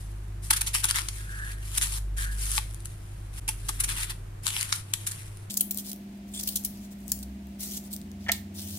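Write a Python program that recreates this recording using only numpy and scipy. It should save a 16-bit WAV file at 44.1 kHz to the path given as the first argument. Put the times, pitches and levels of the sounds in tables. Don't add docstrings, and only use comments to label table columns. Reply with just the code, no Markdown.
import sys
import numpy as np
from scipy import signal
from scipy.fft import rfft, irfft
from scipy.io import wavfile
from scipy.ndimage import uniform_filter1d

SR = 44100
rng = np.random.default_rng(int(sys.argv[2]) if len(sys.argv) > 2 else 0)


def voltage_ratio(level):
    return 10 ** (np.asarray(level, float) / 20)


def wrap_up_sound(samples):
    columns = np.atleast_2d(samples).T
    tamed = np.clip(columns, -1, 1)
    steps = np.round(tamed * 32767).astype(np.int16)
    wavfile.write(sys.argv[1], SR, steps)


N = 387198

FIRST_CUT_S, FAST_FROM_S = 3.399, 5.497
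T = np.arange(N) / SR
SPEED = np.where(T < FAST_FROM_S, 1, 2)
HZ = np.maximum(np.fft.rfftfreq(2 ** 19, 1 / SR), 1)

# [t/s, length/s, first level/dB, last level/dB, low-part level/dB]
HALVING_SLIDES = [(0, 0.29, -51, -87, 4), (.43, 0.06, -48, -47.5, -2), (.5, 0.21, -54.5, -62.5, 22.5),
                  (.74, 0.069, -25.5, -38.5, 3), (.83, 0.056, -37, -44, 10.5), (.905, 0.017, -27, -38.5, 9),
                  (.94, 0.067, -33.5, -34, 10), (1.02, 0.064, -46, -45, 7), (1.1, 0.22, -50, -46.5, 5.5),
                  (1.33, 0.12, -43.5, -49, 4), (1.46, 0.078, -47.5, -47.5, 7), (1.55, 0.089, -57, -58, 8),
                  (1.65, 0.13, -45.5, -35, 4), (1.81, 0.17, -33, -35.5, 2.5),
                  (2.175, 0.069, -36, -38.5, 4.5), (2.26, 0.044, -46, -52, 7),
                  (2.315, 0.037, -41.5, -42.5, 3), (2.365, 0.13, -41.5, -36, 1),
                  (2.5, 0.075, -35, -22, -0.5), (2.587, 0.81, -54.5, -70.5, 7), (3.33, 0.054, -59, -41, 5),
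                  (3.485, 0.31, -54.5, -47.5, 5.5), (3.8, 0.1, -35, -71, 10.5),
                  (3.885, 0.16, -31.5, -33, 7.5), (4.06, 0.052, -49, -44, 12.5),
                  (4.43, 0.042, -46, -29.5, 3.5), (4.465, 0.34, -30.5, -45.5, 7),
                  (4.78, 0.16, -63, -62, 11), (5.0, 0.45, -45, -64, 6.5)]
CORING_SLIDES = [(5.504, 0.075, -43, -47, -9), (5.699, 0.086, -61, -38, -2), (5.844, 0.052, -46, -40, 0.5),
                 (6.274, 0.06, -58, -64, -4), (6.328, 0.15, -50.5, -42, 2), (6.496, 0.17, -43, -55, 1),
                 (6.654, 0.21, -57, -58, 5), (6.906, 0.02, -59, -52.5, 3), (6.95, 0.15, -72, -49, -8),
                 (7.082, 0.14, -53, -50.5, -4), (7.597, 0.18, -38.5, -39, 1.3),
                 (7.791, 0.08, -55, -49.5, -1), (7.91, 0.11, -44, -67, -1), (8.2, 0.17, -69, -55, 12.5),
                 (8.547, 0.25, -46, -39.5, 1.5)]
EDGE_S, RELEASE_S, SLIDE_PAN_DB = 0.021, 0.017, 2.2
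HANDLING_DB, HANDLING_LOW_DB = -69, -3
# [t/s, peak level/dB, low-part level/dB, top-part level/dB, T60/s]
HALVING_JERKS = [(0.5018, -13, 4.5, 3, 0.023), (0.5266, -16.5, 4, -1.5, 0.032),
                 (0.56, -17.5, -1, -1, 0.038), (.607, -17, 0.5, 1.5, 0.022),
                 (0.6624, -18.5, -2.5, -2.5, 0.061), (0.737, -24.5, 7.5, -0.5, 0.07),
                 (0.838, -17, -3, -3, 0.024), (0.883, -18.5, 3, -4, 0.025), (.946, -28.5, 8.5, -10, 0.088),
                 (1.082, -25, -11, -7, 0.014), (1.774, -18, 2.5, 2.5, 0.011), (1.81, -24, 3, -2, 0.065),
                 (2.847, -42, 6, 8.5, 0.028), (3.477, -19, 5, 1, 0.045), (3.683, -17.5, -0.5, -3.5, 0.034),
                 (3.799, -22, 2, 5.5, 0.023), (3.834, -18.5, 0.5, 1, 0.03), (4.095, -27.5, 4, -1, 0.028),
                 (4.721, -14, -3, -21, 0.021), (4.75, -31, -18, 2, 0.034), (4.9328, -19, -1, -7, 0.018),
                 (5.062, -24, 1, 2, 0.055), (5.11, -26.5, -4, 0, 0.017)]
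CORING_JERKS = [(5.498, -24.5, 4, -11, 0.034), (5.568, -14, -11, -3, 0.022), (5.595, -33, -3, 0, .015),
                (5.606, -19, 0.5, 5, 0.017), (5.708, -28.5, 0, 4, 0.025), (5.785, -33, 7, 3, 0.031),
                (5.793, -32, -9, 0, 0.064), (5.913, -27, -3, -5, 0.013), (6.3405, -33, -2, -4, 0.037),
                (6.356, -40, 3, -5, 0.018), (6.369, -48, 1, -5, 0.02), (6.392, -21.5, 0.5, -8, 0.02),
                (6.404, -30, -1, -3, 0.021), (6.43, -27, -4, 3, 0.018), (6.472, -23, 2, 6.5, 0.021),
                (6.484, -24.5, 2.5, 3, 0.023), (6.555, -17.5, -4, 2.5, 0.019), (6.566, -20.5, -1, -4, 0.02),
                (6.6452, -22.5, -4, 4, 0.024), (6.656, -36, 0, -6, 0.022), (7.117, -21, -8, -2, 0.018),
                (7.226, -32.5, -1, -3, 0.023), (7.767, -31, -5, -3, 0.024), (7.926, -29, -7, 2, 0.043),
                (8.283, -36, 13.5, -4, 0.039), (8.3158, -20.5, 10, -15, 0.019), (8.324, -39, 12, -9, 0.088),
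                (8.58, -41, 10.5, 0, 0.065)]
SWELL_S, SWELL_SHARE, JERK_PAN_DB = 0.0073, 0.14, 0.5
# [t/s, peak level/dB, low-part level/dB,
# top-part level/dB, left over right/dB]
SNAPS = [(0.506, -5, 5, -4, 2), (0.5089, -7, 0, 3, 4), (0.5146, -11, 0, -7, 4), (0.63, -27, -3, -5, 2),
         (0.7457, -15, 5, -4, 2), (0.75, -15, -4, -1, 4), (.836, -14, -3, 5, 1), (0.8413, -1, -9, -4, 4),
         (0.8429, -0.5, 0, 2, 4), (0.854, -4, -8, 2, 3), (0.9099, 2.5, 0, -4, 2), (.9438, -18, 5, -3, 2),
         (0.958, -7, -17, 2, 10), (0.967, -16, 14, -4, 0), (0.986, -7, 12, -5, 9), (.992, -10, 2, -2, 7),
         (1.018, -10, 2, -10, 3), (1.086, -1, -3, -11, 6), (1.773, -25, -5, 0, 1), (1.777, -9, -11, 8, 0),
         (1.813, -6.5, 5, -3, 4), (1.827, -23, -2, -7, 3), (2.516, -20, -7, 12, -3),
         (2.5794, -13, 23, -7, 3), (2.693, -37, -20, 3, 3), (2.7096, -31, -18, 6, -3),
         (2.7275, -37, -16, 3, 6), (2.737, -33, -20, 9, 3), (2.745, -28.5, -25, 8, 10),
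         (2.804, -29, -15, 0, 3), (2.856, -23, -10, 4, 12), (2.87, -32, -10, 3, 3),
         (3.4905, -18, -6, 6, -2), (3.806, -29, -17, 0, 0), (4.4347, -27, -5, 6, 4),
         (4.467, 3.5, 0.5, -18, 8), (4.478, -18, 3, -12, 3), (4.5041, -5, 7, -13, -1),
         (4.565, -14, 21, -4, 2), (4.6104, -4.5, -10, -9, 9), (4.6285, -3.5, -5, -5, 7),
         (4.6922, -18, 0, -5, 2), (4.7257, 1, 8.5, -16, 2), (4.738, -16, -8, 3, -3),
         (4.937, 0, -1, -0.5, 4), (5.0729, -9, -8, 2, 10), (5.3712, -29, 6, 5, -6),
         (5.514, -24, -5, 0, 2), (5.535, -25, -5, 1, 3), (5.5412, -5.5, -8, -3, 6),
               (5.5728, -6, -9, 0, 9), (5.598, -17, 2, 0, -3), (5.6085, -9, -4, 10, 9),
               (5.614, -16, -4, 3, 3), (5.709, -8, -5, 8, -2), (5.7122, -14, -10, 3, 7),
               (5.723, -20, -6, 2, 5), (5.7454, -16, -9, 9, -4), (5.7735, -10, -5, 6, 8),
               (5.7845, -10, -5, 2, -3), (5.916, -14, -4, -2, 1), (5.931, -15.5, 4, 6, 1),
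               (5.961, -26, -8, 4, 1), (6.2894, -36, -8, 0, 2), (6.3174, -33, -5, 0, 2),
               (6.5605, -11, -5, 4, -1), (6.6376, -18, -8, 0, 2), (6.645, -22, -1, 0, 3),
               (6.649, -13, -7, 4, 2), (7.08, -16, -16, 1, 12), (7.118, 3, -22, -1, 1),
               (7.119, -3, -12, -4, 8), (7.19, -18, -9, -3, -4), (7.4694, -37, 0, 6, 3),
               (7.608, -17, -3, -3, 5), (7.931, -26, -10.5, 0, 9), (7.9635, -13.5, 0, -1, 4),
               (8.0149, -29, 10, 0, -5), (8.1156, -28, 9, 2, -2), (8.318, -1, 0, 4, -11),
               (8.3203, -12, 0, 0, -7)]
CRACKS = SNAPS
# [f/Hz, level per Hz/dB]
FLESH_SLOW = [(400, -50), (720, -42.5), (860, -18), (1300, -14), (2200, -12.5), (4500, -10.5), (6200, -9),
              (8300, -7.5), (10200, -1.5), (11800, -9.5), (13500, -17.5), (15500, -20.5)]
FLESH_FAST = [(900, -26.5), (2000, -17), (3300, -5.5), (6000, -2.5), (8500, -2), (11000, -2.5),
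              (14000, 0.5), (16500, -6)]
PARTS_HZ = {1: (3500, 7200), 2: (5500, 10500)}
LEFT_LEAD = 10
SHARED = .4
HAND_ECHO, HAND_DELAY_S = .45, .0005
KITCHEN_DB, KITCHEN_T60_S = -11, 0.28

# [f/Hz, rms level/dB, flutter/dB]
FRIDGE = [(80, -63, 3), (90, -63, 3), (100, -42, 0), (110, -53.5, 2.5), (130, -57, 1.1), (140, -66, 2),
          (150, -64, 2), (160, -60, 1.5), (180, -65, 2), (190, -65, 1.5), (344.5, -69, 2)]
# [t/s, level/dB]
IDLE = [
    (0, -36.5),
    (.66, -36),
    (.89, -39),
    (1.05, -37),
    (1.77, -35),
    (2.15, -29),
    (2.5, -30.5),
    (2.95, -43.5),
    (3.4, -37),
]
IDLE_HZ, IDLE_SAG_HZ_PER_S, IDLE_WANDER_HZ = 49.5, .35, 0.32
# [ratio, level/dB]
LEAVING = [
    (3.4, 45.8, -35.5),
    (3.9, 43.7, -33),
    (4.3, 41.1, -40.5),
    (4.52, 42.8, -46),
    (5.0, 45.2, -67),
    (5.3, 45.2, -42),
    (5.5, 46, -56),
]
LEAVING_ORDERS = [(.76, -18), (1, -2), (1.2, -25), (3.1, -22.5), (6.2, -29.5), (9.3, -31.5)]
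# [t/s, f/Hz, level/dB]
REVVING = [
    (5.5, 52.5, -65),
    (5.7, 55.1, -59),
    (6.45, 49.7, -58),
    (6.95, 57.6, -57),
    (7.33, 65.9, -41.5),
    (7.7, 74.86, -59),
    (8.2, 87.2, -45),
    (8.45, 91.4, -46),
    (8.78, 96, -42),
]
HOLDING = [
    (5.9, 60.5, -65),
    (6.4, 62.16, -50),
    (6.92, 61.17, -55),
    (7.5, 63.3, -51),
    (7.85, 58.4, -56),
    (8.4, 65.5, -48),
    (8.52, 75.9, -58),
    (8.62, 80.6, -48),
    (8.78, 83.2, -46),
]
SECOND_ORDER_DB = -5.5

AIR_SLOW, AIR_SLOW_DB = [(15, -12), (25, -8), (53, -14.5), (70, -19), (103, -10.5), (190, -20.5),
                         (225, -30), (335, -20.5), (480, -29.5), (700, -27.5), (1000, -31.5), (1600, -32),
                         (5100, -44), (9700, -43.5), (15000, -50)], -47.5
AIR_FAST, AIR_FAST_DB = [(25, -17), (53, -16.5), (90, -6), (140, -19.5), (200, -5.5), (380, -20),
                         (450, -24.5), (630, -18), (685, -16.5), (750, -22), (1230, -29), (2050, -26.5),
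                         (4850, -34), (11000, -40), (16000, -43)], -50.5
# [f/Hz at normal speed, left-right likeness]
LIKENESS = [(40, .99), (130, .95), (200, .8), (290, .4), (640, -.35), (1400, .1), (3000, 0)]

# [t/s, peak level/dB, second-mode f/Hz, second-mode level/dB]
JOLTS = [
    (0.5085, -19.5, 1110, -9),
    (.75, -24.5, 1200, 10),
    (0.845, -24, 1500, 0),
    (2.578, -23.5, 1150, -7),
    (3.487, -27.5, 1150, -12),
    (3.691, -23.5, 1190, -3),
    (4.467, -44, 1082, 0),
    (7.119, -41.5, 500, -1),
]
# [f/Hz, level/dB, T60/s]
FRUIT = [(325, -20.5, .06), (872, 0, .035)]
GRIP_T60_S, FRUIT_CUT_HZ = .028, 874

# [t/s, swell/s, fade/s, peak level/dB]
RUBS = [
    (1.17, 0.24, 0.24, -37),
    (2.162, 0.033, 0.21, -35),
]
RUB_DEPTH_DB = 20
PALM = [(1.17, 1610), (1.4, 1650), (1.6, 1740), (2.16, 1720), (2.4, 1610)]
PALM_WIDTH_HZ = 280

# [f/Hz, level/dB, T60/s]
CHATTER = (6.337, .065, -41)
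BLADE = [(3450, 2, .015), (7400, 0, .004), (8600, 1, .005)]

# [f/Hz, level/dB, T60/s]
DROPS = [
    (8.263, -33),
    (8.2695, -32),
    (8.2835, -23),
    (8.2885, -14),
    (8.2935, -10),
    (8.299, -19),
]
BOWL = [(500, -17, 0.036), (680, -5.5, 0.043), (916, -8, 0.018), (1310, -10, 0.034), (1400, -8, 0.035),
        (1728, 3.5, 0.039), (1900, 4, 0.027), (2080, 3.5, 0.025), (2294, 1, .018), (2910, -2, .012),
        (3360, 0, 0.014), (5800, -19, 0.0094)]
TOP_SLOW_HZ, TOP_FAST_HZ = 15100, 15800


def rms_one(x):
    return x / np.sqrt(np.mean(x ** 2) + 1e-20)


def at_hz(points, hz=HZ):
    table = np.array(points)
    return np.interp(np.log(hz), np.log(table[:, 0]), table[:, 1])


def curve(rows, off):
    s, *columns = np.transpose(rows)
    return [np.interp(T, s, c, left=off, right=off) for c in columns]


def colour(x, points):
    hz = np.maximum(np.fft.rfftfreq(4096, 1 / SR), 1)
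    cepstrum = irfft(np.log(voltage_ratio(at_hz(points, hz))))
    cepstrum[1:2048] *= 2
    cepstrum[2049:] = 0
    response = irfft(np.exp(rfft(cepstrum)))[None, :1024]
    return signal.oaconvolve(x, rms_one(response) / 32, axes=1)[:, :x.shape[1]]


def drift(rate):
    knots = int(N / SR * 60) + 2
    r = np.exp(-2 * np.pi * rate / 60)
    slow = signal.lfilter([1], [1, -2 * r, r * r], rng.standard_normal(knots + 200))[200:]
    return np.interp(T * 60, np.arange(knots), rms_one(slow - slow.mean()))


def at_ports(shared):
    late = np.maximum(np.arange(N) - LEFT_LEAD // SPEED, 0)
    return np.array([shared, shared[late]])


def slides(rows):
    out = voltage_ratio(HANDLING_DB) * np.array([[1], [voltage_ratio(HANDLING_LOW_DB)]]) * np.ones(N)
    for s, length, first_db, last_db, low_db in rows:
        span = slice(max(round((s - EDGE_S) * SR), 0), round((s + length + RELEASE_S) * SR))
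        age = T[span] - s
        gate = np.clip(np.minimum(age / EDGE_S + .5, (length - age) / RELEASE_S + 1), 0, 1)
        level_db = first_db + (last_db - first_db) * age / length
        out[:, span] += gate * voltage_ratio(level_db) * np.array([[1], [voltage_ratio(low_db)]])
    return out


def strokes(rows, gain_db):
    out = np.zeros((4, N))
    for s, db, low_db, top_db, swell, t60, pan_db in rows:
        at = round(s * SR)
        age = np.arange(min(int(.3 * SR), N - at)) / SR
        rise = np.sin(np.pi / 2 * np.minimum(age / max(swell, 1e-4), 1))
        decay_db = -60 * np.maximum(age - swell, 0) / max(t60, .002)
        shape = rise ** 0.72 * voltage_ratio(db + gain_db + decay_db)
        out[:, at:at + len(age)] += shape * np.array([[voltage_ratio(low_db)], [1], [voltage_ratio(top_db)], [pan_db]])
    return out


def bursting_cells():
    sizes_db = 0.98 * np.minimum(rng.exponential(1, (3, N)), 5)
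    cells = (rng.random((3, N)) < .5) * voltage_ratio(sizes_db)
    clumps = rms_one(uniform_filter1d(rng.standard_normal(N), size=90))
    cells = rms_one(cells * rng.choice([-1, 1], (3, N)) * voltage_ratio(2.1 * clumps))
    for s, *_ in CRACKS:
        cells[:, round(s * SR) + 20] = 4
    return np.sqrt(SHARED) * at_ports(cells[0]) + np.sqrt(1 - SHARED) * cells[1:]


def flesh():
    cells = bursting_cells()
    cracks = [(s, db, low_db, top_db, .0006, .006, pan_db) for s, db, low_db, top_db, pan_db in CRACKS]
    jerks = []
    for s, db, low_db, top_db, t60 in HALVING_JERKS + CORING_JERKS:
        swell = (SWELL_S + SWELL_SHARE * t60) / (1 + 0.37 * (s > FAST_FROM_S))
        jerks.append((s, db, low_db, top_db, swell, t60, JERK_PAN_DB))
    slide, slide_low = slides(HALVING_SLIDES + CORING_SLIDES) * voltage_ratio(2.6 * drift(12.0))
    envelopes = strokes(jerks, gain_db=-5.5) + strokes(cracks, gain_db=-18.0)
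    low, bright, top, pan = envelopes + np.array([slide_low, slide, slide, SLIDE_PAN_DB * slide])
    pan_db = uniform_filter1d(pan, size=64) / uniform_filter1d(bright, size=64)
    cells = cells * voltage_ratio(pan_db * [[.5], [-.5]])
    parts = ((low, ("low", "low")), (bright, ("high", "low")), (top, ("high", "high")))
    out = np.zeros((2, N))
    for speed, spectrum in ((1, FLESH_SLOW), (2, FLESH_FAST)):
        span = SPEED == speed
        for envelope, kinds in parts:
            split = np.vstack([signal.butter(3, hz, kind, fs=SR, output="sos")
                               for hz, kind in zip(PARTS_HZ[speed], kinds)])
            out[:, span] += signal.sosfilt(split, colour((cells * envelope)[:, span], spectrum))
    return out


def off_hands(x):
    out = []
    for port in x:
        delay = HAND_DELAY_S * voltage_ratio(4 * drift(5)) * SR / SPEED
        out.append(port + HAND_ECHO * port[np.maximum(np.arange(N) - delay.astype(int), 0)])
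    return np.array(out)


def kitchen(x):
    age = np.arange(int(.4 * SR)) / SR
    tail = rng.standard_normal((2, len(age))) * voltage_ratio(-60 * age / KITCHEN_T60_S) * (age > .005)
    return voltage_ratio(KITCHEN_DB) * signal.oaconvolve(x, rms_one(tail) / np.sqrt(len(age)), axes=1)[:, :N]


def tone(hz, db):
    phase = 2 * np.pi * np.cumsum(hz) / SR + rng.uniform(0, 2 * np.pi)
    return np.sqrt(2) * voltage_ratio(db) * np.sin(phase)


def hum():
    out = sum(tone(hz * SPEED, db + flutter_db * drift(2.2)) for hz, db, flutter_db in FRIDGE)
    idle_hz = IDLE_HZ - IDLE_SAG_HZ_PER_S * T + IDLE_WANDER_HZ * drift(1.0)
    out = out + tone(idle_hz, curve(IDLE, -150)[0])
    hz, db = curve(LEAVING, -150)
    out = out + sum(tone(hz * ratio, db + order_db) for ratio, order_db in LEAVING_ORDERS)
    for hz, db in (curve(REVVING, -150), curve(HOLDING, -150)):
        second_db = np.minimum(db, -57) + SECOND_ORDER_DB + 3.2 * drift(2.5)
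        out = out + tone(hz, db) + tone(2 * hz, second_db)
    return out


def air():
    out = 0
    for speed, spectrum, db in ((1, AIR_SLOW, AIR_SLOW_DB), (2, AIR_FAST, AIR_FAST_DB)):
        mid, side = rfft(rng.standard_normal((2, 2 ** 19))) * voltage_ratio(at_hz(spectrum))
        alike = np.clip(at_hz(LIKENESS, HZ / speed), -1, 1)
        pair = np.sqrt(1 + alike) * mid + np.sqrt(1 - alike) * side * [[1], [-1]]
        out = out + voltage_ratio(db) * rms_one(irfft(pair)[:, :N]) * (SPEED == speed)
    return out


def ring(x, hz, t60):
    r, w = voltage_ratio(-60 / (t60 * SR)), 2 * np.pi * hz / SR
    return signal.lfilter([0, np.sin(w)], [1, -2 * r * np.cos(w), r * r], x + 1e-18)


def knocks(blows, modes, contact_s, rattle):
    out, age = np.zeros(N), np.arange(4096) / SR
    for s, db in blows:
        blow = rattle * rng.standard_normal(4096) * np.exp(-age / contact_s)
        blow[0] = 1
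        rings = 0
        for k, (hz, level_db, t60) in enumerate(modes):
            rings = rings + (-1) ** k * voltage_ratio(level_db + rng.normal(0, 2)) * ring(blow, hz, t60)
        out[round(s * SR):][:4096] += voltage_ratio(db) * rings / np.abs(rings).max()
    return out


def jolts():
    out = 0
    for s, db, grip_hz, grip_db in JOLTS:
        speed = SPEED[round(s * SR)]
        body = FRUIT + [(grip_hz, grip_db, GRIP_T60_S)]
        thud, *modes = [(hz * speed, level_db, t60 / speed) for hz, level_db, t60 in body]
        cut = signal.butter(6, FRUIT_CUT_HZ / speed, "high", fs=SR, output="sos")
        out = out + signal.sosfilt(cut, knocks([(s, db)], modes, contact_s=0.005, rattle=.08))
        out = out + knocks([(s, db + thud[1])], [thud], contact_s=0.004, rattle=.05)
    return out


def rubbing():
    lowpass = signal.butter(2, PALM_WIDTH_HZ / 2, fs=SR, output="sos")
    slow = signal.sosfilt(lowpass, rng.standard_normal(N))
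    phase = 2 * np.pi * np.cumsum(curve(PALM, 1600)[0]) / SR
    noise = slow * np.cos(phase) + slow[::-1] * np.sin(phase)
    level = 0
    for s, swell, fade, db in RUBS:
        foot_db = db - RUB_DEPTH_DB
        shape_db = curve([(s, foot_db), (s + swell, db), (s + swell + fade, foot_db)], -150)[0]
        level = level + voltage_ratio(shape_db + 2.3 * drift(17.0))
    return rms_one(noise) * level


def chatter():
    s, length, db = CHATTER
    fade = np.clip(1 - np.arange(4096) / SR / length, 0, 1) ** .3
    clicks = np.diff(rng.standard_normal(4096) ** 3, prepend=0) * fade
    bands = sum(voltage_ratio(band_db) * rms_one(ring(clicks, hz, t60)) for hz, band_db, t60 in BLADE)
    out = np.zeros(N)
    out[round(s * SR):][:4096] = voltage_ratio(db) * rms_one(bands)
    return out


def bowl():
    return knocks(DROPS, BOWL, contact_s=0.0043, rattle=0.073)


def scene():
    near = off_hands(flesh())
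    held = at_ports(jolts()) * voltage_ratio([[1.8], [-1.8]])
    near = near + at_ports(rubbing() + chatter() + bowl())
    fade = np.clip(np.where(T < FIRST_CUT_S, 1, (T - FIRST_CUT_S) / 0.019), 0, 1)
    return (near + held + kitchen(near) + hum() + air()) * fade


def top_cut(x):
    return signal.sosfilt(signal.butter(12, 16620, fs=SR, output="sos"), x)


def record(dry):
    slow, fast = [signal.sosfilt(signal.ellip(10, 1, 40, hz, fs=SR, output="sos"), dry)
                  for hz in (TOP_SLOW_HZ, TOP_FAST_HZ)]
    return top_cut(np.where(SPEED == 1, slow, fast))


dry = scene()
out = record(dry)
wrap_up_sound(out)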